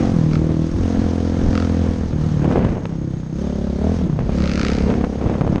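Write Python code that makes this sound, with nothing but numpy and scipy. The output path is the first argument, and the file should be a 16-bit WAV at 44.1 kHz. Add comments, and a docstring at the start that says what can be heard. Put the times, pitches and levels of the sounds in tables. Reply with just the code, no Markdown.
"""A single-cylinder dirt bike growls along a forest trail behind another, heard through a housing on the rider.
Each firing rings the exhaust pipe and a side panel; the valves time the gulp and rasp of the intake.
Filtered noise makes the buffeting wind, the hiss of chain and tyres and the insects; dense grains the clatter.
The bike ahead cracks in bursts of noisy clicks; bumps knock the frame and stones ping off the skid plate."""
import sys
import numpy as np
from scipy import signal
from scipy.io import wavfile

SR = 44100
rng = np.random.default_rng(int(sys.argv[2]) if len(sys.argv) > 2 else 0)


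def wav_record(signal):
    """Record a signal, one row per channel, as 16-bit PCM in the file named by sys.argv[1]."""
    frames = np.transpose(np.atleast_2d(signal))
    bounded = np.clip(frames, -1, 1)
    # unit amplitude maps onto the largest positive 16-bit level
    quanta = np.round(bounded * 32767).astype(np.int16)
    wavfile.write(sys.argv[1], SR, quanta)


def level_to_linear(level):
    """Convert decibel levels to linear amplitude factors, elementwise."""
    exponent = np.asarray(level, float) / 20
    return 10 ** exponent


N = 246959
CRUISE_PER_S = 35.88   # firing rate at which speed leaves the voices' levels alone

# Engine speed. Each row: time in seconds, firings per second.
REVS = [(0.0, 46.15), (0.08, 45.06), (0.15, 42.17), (0.22, 39.36), (0.3, 38.67), (0.4, 39.64), (0.6, 39.95),
        (0.7, 41.44), (0.8, 43.33), (0.9, 43.54), (0.97, 43.66), (1.05, 43.04), (1.2, 42.54), (1.3, 42.72),
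        (1.4, 42.85), (1.46, 42.01), (1.54, 42.73), (1.66, 42.39), (1.73, 41.86), (1.81, 42.47),
        (1.92, 40.95), (2.0, 41.04), (2.08, 40.37), (2.17, 37.69), (2.26, 38.75), (2.37, 36.93),
        (2.5, 36.98), (2.65, 36.42), (2.75, 36.68), (2.8, 35.33), (2.89, 32.64), (3.0, 33.56),
        (3.08, 32.59), (3.16, 31.47), (3.22, 31.25), (3.28, 31.15), (3.35, 34.25), (3.41, 35.79),
        (3.48, 35.66), (3.55, 34.34), (3.64, 35.31), (3.7, 34.05), (3.77, 33.74), (3.84, 37.98),
        (3.91, 42.14), (3.96, 43.33), (4.0, 41.29), (4.05, 35.06), (4.1, 30.89), (4.16, 29.12),
        (4.24, 31.11), (4.32, 35.7), (4.45, 35.35), (4.56, 35.02), (4.7, 33.79), (4.78, 34.82),
        (4.92, 34.46), (5.1, 34.6), (5.32, 35.39), (5.6, 35.4)]
# The rider's hand. Each row: time in seconds, engine loudness in dB, throttle from 0 to 1.
THROTTLE = [(0, 3.5, 0.6), (.11, -1, 0.86), (.17, 5, 0.1), (.36, 2.5, 0.3), (.45, 1.5, 0.6), (.64, 2, 0.4),
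            (.71, -1, 0.25), (.85, -1, 0.88), (1.35, 0.5, 0.77), (1.56, -0.5, 0.93), (1.85, 0.5, 0.86),
            (2.08, -8.5, 1), (2.2, 2.5, 0.05), (2.42, 3, 0.11), (2.52, 6, 0.92), (2.62, -6, 0.2),
            (2.69, -2.5, 0.1), (2.78, -10, 0.1), (2.92, -4, 0.27), (3.03, -6, 0.54), (3.18, -3.5, 0.25),
            (3.26, -8.5, 0), (3.4, 0.5, 0.9), (3.76, -3, 1), (3.86, 2.5, 0.92), (3.97, -3.5, 0.8),
            (4.02, -0.5, 0.92), (4.07, 0, 0.68), (4.12, -1, 0), (4.19, -3, 0.1), (4.25, -4.5, 0.98),
            (4.37, 6.5, 0.83), (4.58, 2.5, 0.84), (4.8, 2.5, 0.96), (5.0, 1.5, 0.84), (5.1, -2, 0.94),
            (5.38, -2.5, 0.93), (5.47, -4.5, 0), (5.53, 3, 0.82), (5.6, -18, 0.4)]
# Unevenness of firing. Each row: time in seconds, turbulent power relative to the pulses.
TURBULENCE = [(0, .012), (.4, .004), (2.0, .004), (2.4, .012), (3.3, .01), (3.5, .03), (3.8, .012),
              (4.3, .03), (5.6, .03)]


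def rms_one(x):
    """Scales to rms 1."""
    return x / np.sqrt(np.mean(x ** 2) + 1e-20)


def in_time(rows):
    """Each column of a curve table at every sample."""
    s, *columns = np.transpose(rows)
    return [np.interp(np.arange(N) / SR, s, c) for c in columns]


def drift(rate):
    """Slow random wander of rms 1; a higher rate wanders faster."""
    r = np.exp(-80 * np.pi * rate / SR)
    white = rng.standard_normal(N // 40 + 2002)   # one value per 40 samples
    slow = signal.lfilter([1], [1, -2 * r, r * r], white)[2000:]
    return np.interp(np.arange(N) / 40, np.arange(len(slow)), rms_one(slow))


def resonance(x, hz, width_hz):
    """Two-pole band-pass with gain near 1 at its peak."""
    r = np.exp(-np.pi * width_hz / SR)
    zeros = np.array([1, 0, -1]) * (1 - r * r) / 2
    return signal.lfilter(zeros, [1, -2 * r * np.cos(2 * np.pi * hz / SR), r * r], x + 1e-18)


def pipe(x, modes):
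    """Parallel resonances of alternating sign."""
    return sum((-1) ** k * level_to_linear(db) * resonance(x, hz, width) for k, (hz, width, db) in enumerate(modes))


def sliding(drive, pitch, modes):
    """Resonances whose pitches all scale with a moving factor: their own clock runs that much faster."""
    clock = np.cumsum(pitch)
    steady = np.arange(int(clock[-1]) + 2)
    return np.interp(clock, steady, pipe(np.interp(steady, clock, drive), modes))


def cut(x, hz, kind, order=2):
    """Butterworth filter."""
    return signal.sosfilt(signal.butter(order, hz, kind, fs=SR, output="sos"), x)


def coloured(sources, spectrum, patchy_db, flicker):
    """Third-octave bands taken in turn from two unrelated sources, each band flickering alone; rms 1."""
    hz, db = np.transpose(spectrum)
    edges = np.geomspace(hz[0], hz[-1], int(3 * np.log2(hz[-1] / hz[0])) + 1)
    out = 0
    for k, (low, high) in enumerate(zip(edges, edges[1:])):
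        level_db = np.interp(np.log(low * high) / 2, np.log(hz), db)
        gain = level_to_linear(level_db + patchy_db * drift(flicker))
        out = out + gain * cut(sources[k % 2], [low, high], "band")
    return rms_one(out)


def swells(rows):
    """Sum of bell-shaped gains; rows: centre in seconds, half length to 1/e in seconds, peak in dB."""
    t = np.arange(N) / SR
    return sum(level_to_linear(db) * np.exp(-((t - s) / half) ** 2) for s, half, db in rows)


def struck(at, peak_db, modes, spread_db):
    """Blows at the given samples ring every mode, each with a strength of its own."""
    out, strengths = np.zeros(N), rng.normal(0, spread_db, (len(at), len(modes)))
    for k, (hz, db, t60) in enumerate(modes):
        clicks = np.zeros(N)
        clicks[at] = level_to_linear(peak_db + db + strengths[:, k])
        r, w = level_to_linear(-60 / (t60 * SR)), 2 * np.pi * hz / SR
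        out += signal.lfilter([0, np.sin(w)], [1, -2 * r * np.cos(w), r * r], clicks + 1e-18)
    return out


def scatter(clicks, decay_s):
    """Each click becomes noise decaying to 1/e in decay_s."""
    return signal.lfilter([1], [1, -np.exp(-1 / (decay_s * SR))], clicks) * rng.standard_normal(N)


def voiced(voice):
    """Level in dB of one voice, given at shut, half and open throttle, as the throttle moves."""
    return np.interp(in_time(THROTTLE)[1], [0, .5, 1], voice)


def engine_db(voice):
    """Voice level plus engine loudness, in dB."""
    return in_time(THROTTLE)[0] + voiced(voice)


def over_cruise():
    """Firings per second above cruise."""
    return in_time(REVS)[0] - CRUISE_PER_S


def firings(turns, spread_db):
    """One click each time the cycle count passes a whole number, of uneven strength."""
    at = np.flatnonzero(np.diff(np.floor(turns), prepend=np.floor(turns[0])))
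    clicks = np.zeros(N)
    clicks[at] = level_to_linear(spread_db * rng.standard_normal(400)[:len(at)])
    return clicks


def puffs(turns):
    """Turbulence gated by the cycle: noise that jumps up at each firing and dies away; rms 1."""
    return rms_one(np.exp(-3.0 * (turns % 1)) * rng.standard_normal(N))


def throb(turns):
    """The frame answers the engine with a sine at twice the firing rate, strongest near 42.5 firings/s."""
    # Each row: firings per second, level in dB.
    by_speed = [(31, 3), (35, -2.5), (42.5, 4.5), (45, 1.5)]
    level_db = engine_db((-35, -32.5, -21.5)) + np.interp(in_time(REVS)[0], *np.transpose(by_speed))
    return level_to_linear(level_db) * np.sqrt(2) * np.sin(4 * np.pi * turns + 0.93)


def overrun(turns):
    """As the throttle snaps shut one engine order sings out and slides with the revs."""
    # Each row: centre in seconds, half length in seconds, peak in dB, multiple of the firing rate.
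    songs = [(0.18, 0.011, -27, 4), (2.627, 0.085, -11.5, 5), (4.044, 0.037, -10.5, 5)]
    return sum(swells([swell]) * np.sin(2 * np.pi * round(order) * turns + 1.47) for *swell, order in songs)


def exhaust_pulses(turns):
    """Clicks with a little gated turbulence, rounded by the silencer."""
    roughness, = in_time(TURBULENCE)
    pulses = rms_one(firings(turns, spread_db=.7)) + np.sqrt(roughness) * puffs(turns)
    return cut(pulses, 1600, "low")


def panel_hum(pulses):
    """A side panel driven by the firings hums at one pitch, louder with speed."""
    # Each row: Hz, width in Hz, level in dB.
    panel = [(500.6, 80, 0)]
    level_db = engine_db((-49, -37.5, -40)) + 0.18 * over_cruise()
    return level_to_linear(level_db) * rms_one(pipe(pipe(pulses, panel), [(panel[0][0], 150, 0)]))


def exhaust(pulses):
    """Firings ring the pipe, whose low resonances glide up and down in pitch while its overtone keeps one."""
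    # Each row: Hz before the pitch factor, width in Hz before it, level in dB.
    boom_modes = [(97, 34.4, 3.5), (150.6, 26.3, 15)]
    # Each row: Hz, width in Hz, level in dB.
    overtone_modes = [(319.2, 43.5, 0)]
    # Each row: time in seconds, factor on the low resonances, their level in dB.
    pipe_pitch = [(0, 1.1, 2), (.1, 1.17, 0), (.2, 1.06, -0.5), (.3, 1.02, 0.5), (.62, 1.05, -1),
                  (.7, 1.05, -5), (.8, 1.1, -7), (2.05, 1.1, 1.5), (2.2, 1.02, -1.5), (2.42, .98, -1.5),
                  (2.6, 1.2, 3.5), (2.78, 1.1, 1), (2.9, 1.08, 3), (3.0, 1, 3.5), (3.2, 0.95, 2.5),
                  (3.3, 1.03, 0), (3.98, 1.2, 3.5), (4.05, 1.17, 0), (4.12, 1.0, 2), (4.2, .97, 1.5),
                  (4.35, 1.15, -3), (5.6, 1.15, 1.5)]
    pitch, pitch_db = in_time(pipe_pitch)
    boom_db = engine_db((-19.5, -20, -34.5)) + pitch_db
    overtone_db = engine_db((-37.5, -22.5, -36))
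    out = 0
    for modes, level_db, factor in ((boom_modes, boom_db, pitch), (overtone_modes, overtone_db, np.ones(N))):
        rung = cut(sliding(pulses, factor, modes), 1700, "low", order=4)
        out = out + level_to_linear(level_db) * rms_one(cut(rung, 0.24 * modes[0][0], "high"))
    return out


def intake(turns):
    """Valve pressure steps ring the air box and two rasp resonances, whose pitches shift over time."""
    # Each row: delay as a share of the cycle, step in dB.
    valve_steps = [(0, 12.5), (0.183, 2)]
    # Each row: multiple of the air box pitch, width as a multiple of it, level in dB.
    box_modes = [(0.999, 0.23, 3.5), (1.361, 0.26, 2)]
    # Each row: time in seconds, air box Hz, lower rasp Hz, upper rasp Hz, lower rasp dB, upper rasp dB.
    box_and_rasp = [(0, 226, 480, 708, 2, 1), (.12, 212.6, 490, 678, 1, -1.5),
                    (0.199, 207, 490, 683, 0, -9), (.85, 215, 455, 686, 0.5, -4),
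                    (1.399, 216.5, 477, 712, 1, -6), (1.9, 202, 475, 700, -1.5, -8),
                    (2.501, 186, 424, 665, -6.5, -9), (3.299, 173.5, 343, 530, 3, -8),
                    (3.5, 192.4, 368, 596, 1, -4), (3.76, 193, 338, 584, 1.5, -5),
                    (3.88, 201, 412, 650, 4.5, -0.5), (4.02, 200, 430, 632, 0.5, -7),
                    (4.151, 171.5, 337, 567, 0, -10), (4.298, 187, 339, 564, 1.5, -6.5),
                    (4.531, 187.6, 354, 580, 0, -5), (4.63, 204, 428, 678, 0, -8.5),
                    (4.899, 203, 444, 685, 1, -8), (5.6, 198, 440, 700, -1.5, -6.5)]
    gulp_db = engine_db((-31.5, -36, -20)) + 0.62 * over_cruise()   # a slower engine gulps less
    rasp_db = engine_db((-46, -42, -26.5)) + 0.11 * over_cruise()
    angle = np.arange(N) / 1024   # cycles, 1024 steps each
    roughness, = in_time(TURBULENCE)
    puff = puffs(angle)
    strokes = firings(angle, spread_db=.6)
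    steps = sum(level_to_linear(db) * np.roll(strokes, int(share * 1024)) for share, db in valve_steps)
    steps, puff = cut([rms_one(steps), puff], 1113, "low", order=4)   # soft edges: little above order 26
    box_hz, lower_hz, upper_hz, lower_db, upper_db = in_time(box_and_rasp)
    voices = (   # modes, level in dB, lead in cycles, Hz
        (box_modes, gulp_db, .08, box_hz),
        ([(1.0, 0.18, 0)], rasp_db + lower_db, .03, lower_hz),
        ([(0.99, 0.095, 0)], rasp_db + upper_db, .035, upper_hz))
    out = 0
    for modes, level_db, lead, hz in voices:
        drive = np.interp(turns + lead, angle, steps)
        drive = drive + np.sqrt(roughness) * np.interp(turns + lead, angle, puff)
        mean = hz.mean()
        rung = sliding(drive, hz / mean, [(k * mean, width * mean, db) for k, width, db in modes])
        out = out + level_to_linear(level_db) * rms_one(cut(cut(rung, 0.64 * mean, "high"), 2.3 * mean, "low"))
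    return out


def engine(turns):
    """One cycle count times the frame, exhaust, panel and intake."""
    pulses = exhaust_pulses(turns)
    return throb(turns) + overrun(turns) + panel_hum(pulses) + exhaust(pulses) + intake(turns)


def wind():
    """Air buffeting the housing: lumpy low noise, a steady part plus gusts."""
    # Each row: centre in seconds, half length in seconds, peak in dB.
    gusts = [(.1, 0.053, -21.5), (.37, 0.13, -24), (.51, 0.011, -12), (.78, 0.069, -21.5),
             (1.0, 0.064, -22), (1.46, 0.067, -16.5), (1.87, 0.054, -27), (2.14, 0.21, -23),
             (2.46, 0.054, -29.5), (2.65, 0.092, -22.5), (3.17, 0.034, -58), (3.62, 0.038, -50),
             (4.05, 0.12, -25.5), (4.24, 0.083, -23), (4.45, 0.03, -24), (4.78, 0.23, -28),
             (4.98, 0.011, -19.5), (5.26, 0.0065, -10), (5.48, 0.061, -19.5)]
    gain = level_to_linear(-27.5 + 0.36 * in_time(THROTTLE)[0]) + swells(gusts)
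    low = cut(cut(rng.standard_normal(N), 137.4, "low"), 4.1, "high")
    return gain * rms_one(low * level_to_linear(0.54 * drift(2.0)))


def loose_parts():
    """Rough ground shakes loose parts: dense random grains, dull clatter plus brighter gravel spray."""
    # Each row: centre in seconds, half length in seconds, peak in dB.
    rough_ground = [(0, 0.083, -21), (.35, 0.22, -31.5), (.51, 0.052, -34), (1.0, 0.12, -32),
                    (1.5, 0.53, -31), (1.87, 0.021, -34), (2.56, 0.14, -19), (2.67, 0.017, -34.5),
                    (2.74, 0.13, -34), (3.0, 1, -41.5), (3.9, 0.15, -34), (4.21, 0.012, -23),
                    (4.62, 0.35, -29.5), (4.91, 0.085, -23.5), (5.01, 0.071, -29), (5.3, 0.15, -22.5),
                    (5.56, 0.071, -24)]
    shaking = level_to_linear(-43.5 + 0.45 * in_time(THROTTLE)[0]) + swells(rough_ground)
    sizes = level_to_linear(2.5 * np.minimum(rng.exponential(1, N), 3)) * rng.choice([-1, 1], N)
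    grains = sizes * (rng.random(N) < 1400 / SR)   # 1400 per second on average
    clatter = cut(cut(cut(grains, 240, "low", order=1), 470, "low", order=1), 120, "high")
    clatter = cut(clatter + level_to_linear(-13) * resonance(clatter, 496, 220), 4500, "low")   # panels ring a little
    grit = cut(grains, [550, 1900], "band")
    clumps = level_to_linear(1.5 * drift(33))
    return shaking * (rms_one(clatter * clumps) + level_to_linear(-21.5) * rms_one(grit * clumps))


def chain_and_tyres(turns):
    """Coloured noise that pulses with the firings and grows with engine speed."""
    # Each row: Hz, relative spectral density in dB.
    spectrum = [(700, 4.5), (1000, 4.5), (1400, 3), (2000, -1), (2800, -6), (3500, -1.5), (4100, -4),
                (4900, -5.5), (5700, -1), (7000, -16), (8500, -14), (10000, -38), (12500, -45)]
    level_db = voiced((-42.5, -44.5, -41)) + 0.41 * in_time(THROTTLE)[0] + 0.65 * over_cruise()
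    gate = 1 + 0.84 * np.exp(-4.0 * (turns % 1))
    return level_to_linear(level_db) * coloured(gate * rng.standard_normal((2, N)), spectrum, patchy_db=1.25, flicker=17)


def forest():
    """Insects shimmer in a narrow noise band; a single short sine chirp rises in pitch."""
    hz, width_hz, level_db = 6480, 330, -62
    shrill = rms_one(resonance(resonance(rng.standard_normal(N), hz, width_hz), hz, width_hz))
    centre_s, half_s, chirp_hz, chirp_db = 3.188, .007, 6950, -52   # pitch at the centre
    t = np.arange(N) / SR - centre_s
    chirp = swells([(centre_s, half_s, chirp_db)]) * np.sin(2 * np.pi * chirp_hz * t * (1 + 3.5 * t))
    return level_to_linear(level_db + 2.0 * drift(3.5)) * shrill + chirp


def bike_ahead():
    """Sharp cracks ring the far exhaust for a few ms; the trees smear a short noisy tail; noise roars."""
    # Throttle bursts. Each row: first crack, loudest and last crack in seconds, peak in dB, treble in dB.
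    bursts = [(.011, .056, .123, -21, -2), (.3122, .35, .376, -12, -5), (1.5065, 1.58, 1.6935, -10.5, -4),
              (4.385, 4.66, 4.8225, -8.5, 0)]
    # Each row: time in seconds, firings per second.
    ahead_revs = [(.123, 44.6), (.3122, 47), (.376, 47), (1.5065, 42.7), (1.6935, 42.7), (4.385, 53.5),
                  (4.4578, 56.7), (4.4952, 49.2), (4.557, 48.6), (4.595, 55.1), (4.6493, 56.0),
                  (4.6838, 59.6), (4.717, 61.4), (4.7855, 55.1), (4.8225, 53.4)]
    # Far exhaust. Each row: Hz, width in Hz, level in dB.
    far_modes = [(1280, 180, 0.5), (2410, 810, -2.5), (3500, 600, -22), (4800, 2260, -3.5)]
    # Each row: centre in seconds, half length in seconds, peak in dB.
    far_roar = [(0, 0.1, -49), (.34, 0.039, -40), (1.6, 0.15, -65.5), (4.62, 0.32, -35.5)]
    edge_db, rise_power, fall_power = 12, 1.5, 0.89   # first and last crack lie edge_db under the peak
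    t, clicks, treble = np.arange(N) / SR, np.zeros(N), np.ones(N)
    per_s, = in_time(ahead_revs)
    for first, loudest, last, peak_db, treble_db in bursts:
        on = (t >= first) & (t < last + .005)
        power = np.where(t < loudest, rise_power, fall_power)
        level_db = peak_db - edge_db * np.interp(t, [first, loudest, last], [1, 0, 1]) ** power
        clicks += on * level_to_linear(level_db) * firings(np.cumsum(on * per_s) / SR - 1e-6, spread_db=1.5)
        treble[t >= first] = level_to_linear(treble_db)
    burst, tail = scatter(clicks, 0.0021), scatter(clicks, 0.032)
    raw = level_to_linear(15) * clicks + level_to_linear(-4.5) * burst + level_to_linear(-26) * tail
    roar = swells(far_roar) * rms_one(pipe(rng.standard_normal(N), far_modes))
    bright = level_to_linear(0.5) * pipe(raw, far_modes[1:]) + level_to_linear(-9) * cut(raw, 790, "high")
    crack = level_to_linear(8.5) * pipe(raw, far_modes[:1]) - treble * bright + roar
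    return cut(crack, 5530, "low", order=4)   # distance dulls the top


def knocks():
    """Each bump strikes the frame's modes and adds a short noisy crack."""
    # Each row: time in seconds, strength in dB, treble relative to it in dB.
    bumps = [(0.142, -21, -9.5), (0.994, -8.5, -23), (2.129, -20.5, -6), (2.444, -9.5, -12),
             (2.455, -10.5, -14), (2.479, -10, -22), (2.504, -18, -18), (2.513, -5, -20), (2.524, -10, -11),
             (2.558, -1, -18), (2.571, -4.5, -17), (2.58, -2.5, -21), (2.592, -5, -20), (2.648, -0.5, -15),
             (2.769, -14.5, -22), (2.78, -14, -24), (2.853, -13.5, -27), (4.098, -7.5, -23),
             (4.19, -9, -19), (4.222, -21, -22), (4.293, -8.5, -28), (4.863, -17, -10), (4.896, -21, -27.5),
             (4.901, -5.5, -11.5), (4.913, -8.5, -14), (4.94, -24, -5), (5.011, -13.5, -8.5),
             (5.04, -2, -18), (5.226, -13.5, -19), (5.241, -16, -16), (5.261, -11.5, -14.5),
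             (5.297, -6, -17), (5.315, -14.5, -11), (5.341, -21, -7), (5.354, -8, -29), (5.41, -1.5, -27.5),
             (5.417, -1.5, -28), (5.448, -10, -30), (5.467, -9.5, -23), (5.476, -7.5, -16),
             (5.491, -16, -13.5), (5.51, -20, -30), (5.529, -8.5, -36), (5.559, -5, -30),
             (5.566, -19, -13.5), (5.581, -10.5, -12.5)]
    # Each row: Hz, level in dB, 60 dB decay in seconds.
    frame_modes = [(120, -17, 0.0065), (244, 9, 0.017), (448, 11.5, 0.008), (670, 2.5, 0.009),
                   (980, -0.5, 0.0064)]
    s, strength_db, treble_db = np.transpose(bumps)
    at = (s * SR).astype(int)
    frame = level_to_linear(-11.5) * struck(at, strength_db, frame_modes, spread_db=2.5)
    clicks = np.zeros(N)
    clicks[at] = level_to_linear(strength_db + treble_db)
    crack = level_to_linear(16) * clicks + level_to_linear(2.5) * scatter(clicks, 0.0042)
    return cut(frame, 1500, "low") + level_to_linear(6.5) * cut(cut(crack, 560, "high"), 1400, "low")


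def stones():
    """Stones thrown against the skid plate ring its short modes."""
    # Each row: time in seconds, strength in dB.
    hits = [(2.645, -28.5), (2.65, -25.5), (2.69, -31.5), (2.703, -32), (2.8555, -22), (4.192, -27),
            (4.94, -23.5), (5.046, -25.5), (5.411, -21), (5.559, -18)]
    # Each row: Hz, level in dB, 60 dB decay in seconds.
    plate_modes = [(720, -2, .012), (964, -1, .012), (1254, -2, .01), (1650, -3, .006), (2024, -3, .005),
                   (2600, -4, .004), (3639, -5, .003), (4926, -7, .003)]
    s, strength_db = np.transpose(hits)
    return cut(struck((s * SR).astype(int), strength_db, plate_modes, spread_db=2.5), 5000, "low")


def scene():
    """All sources reach one microphone."""
    turns = .8 + np.cumsum(in_time(REVS)[0]) / SR   # engine cycles, one firing each
    ride = wind() + loose_parts() + chain_and_tyres(turns)
    return (engine(turns) + ride + forest() + bike_ahead() + knocks() + stones())[None]


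def roll_off(x):
    """The treble ends steeply here."""
    return signal.sosfilt(signal.butter(12, 10130, fs=SR, output="sos"), x)


def record(dry):
    """The housing port resonates near 6.5 kHz and dulls the top; peaks are rounded."""
    x = dry + level_to_linear(1) * resonance(dry, 6460, 260)
    x = cut(cut(x, 9070, "low", order=8) + level_to_linear(-12.5) * x, 24, "high")
    return roll_off(0.74 * np.tanh(x / 1.033))


dry = scene()
out = record(dry)
wav_record(out)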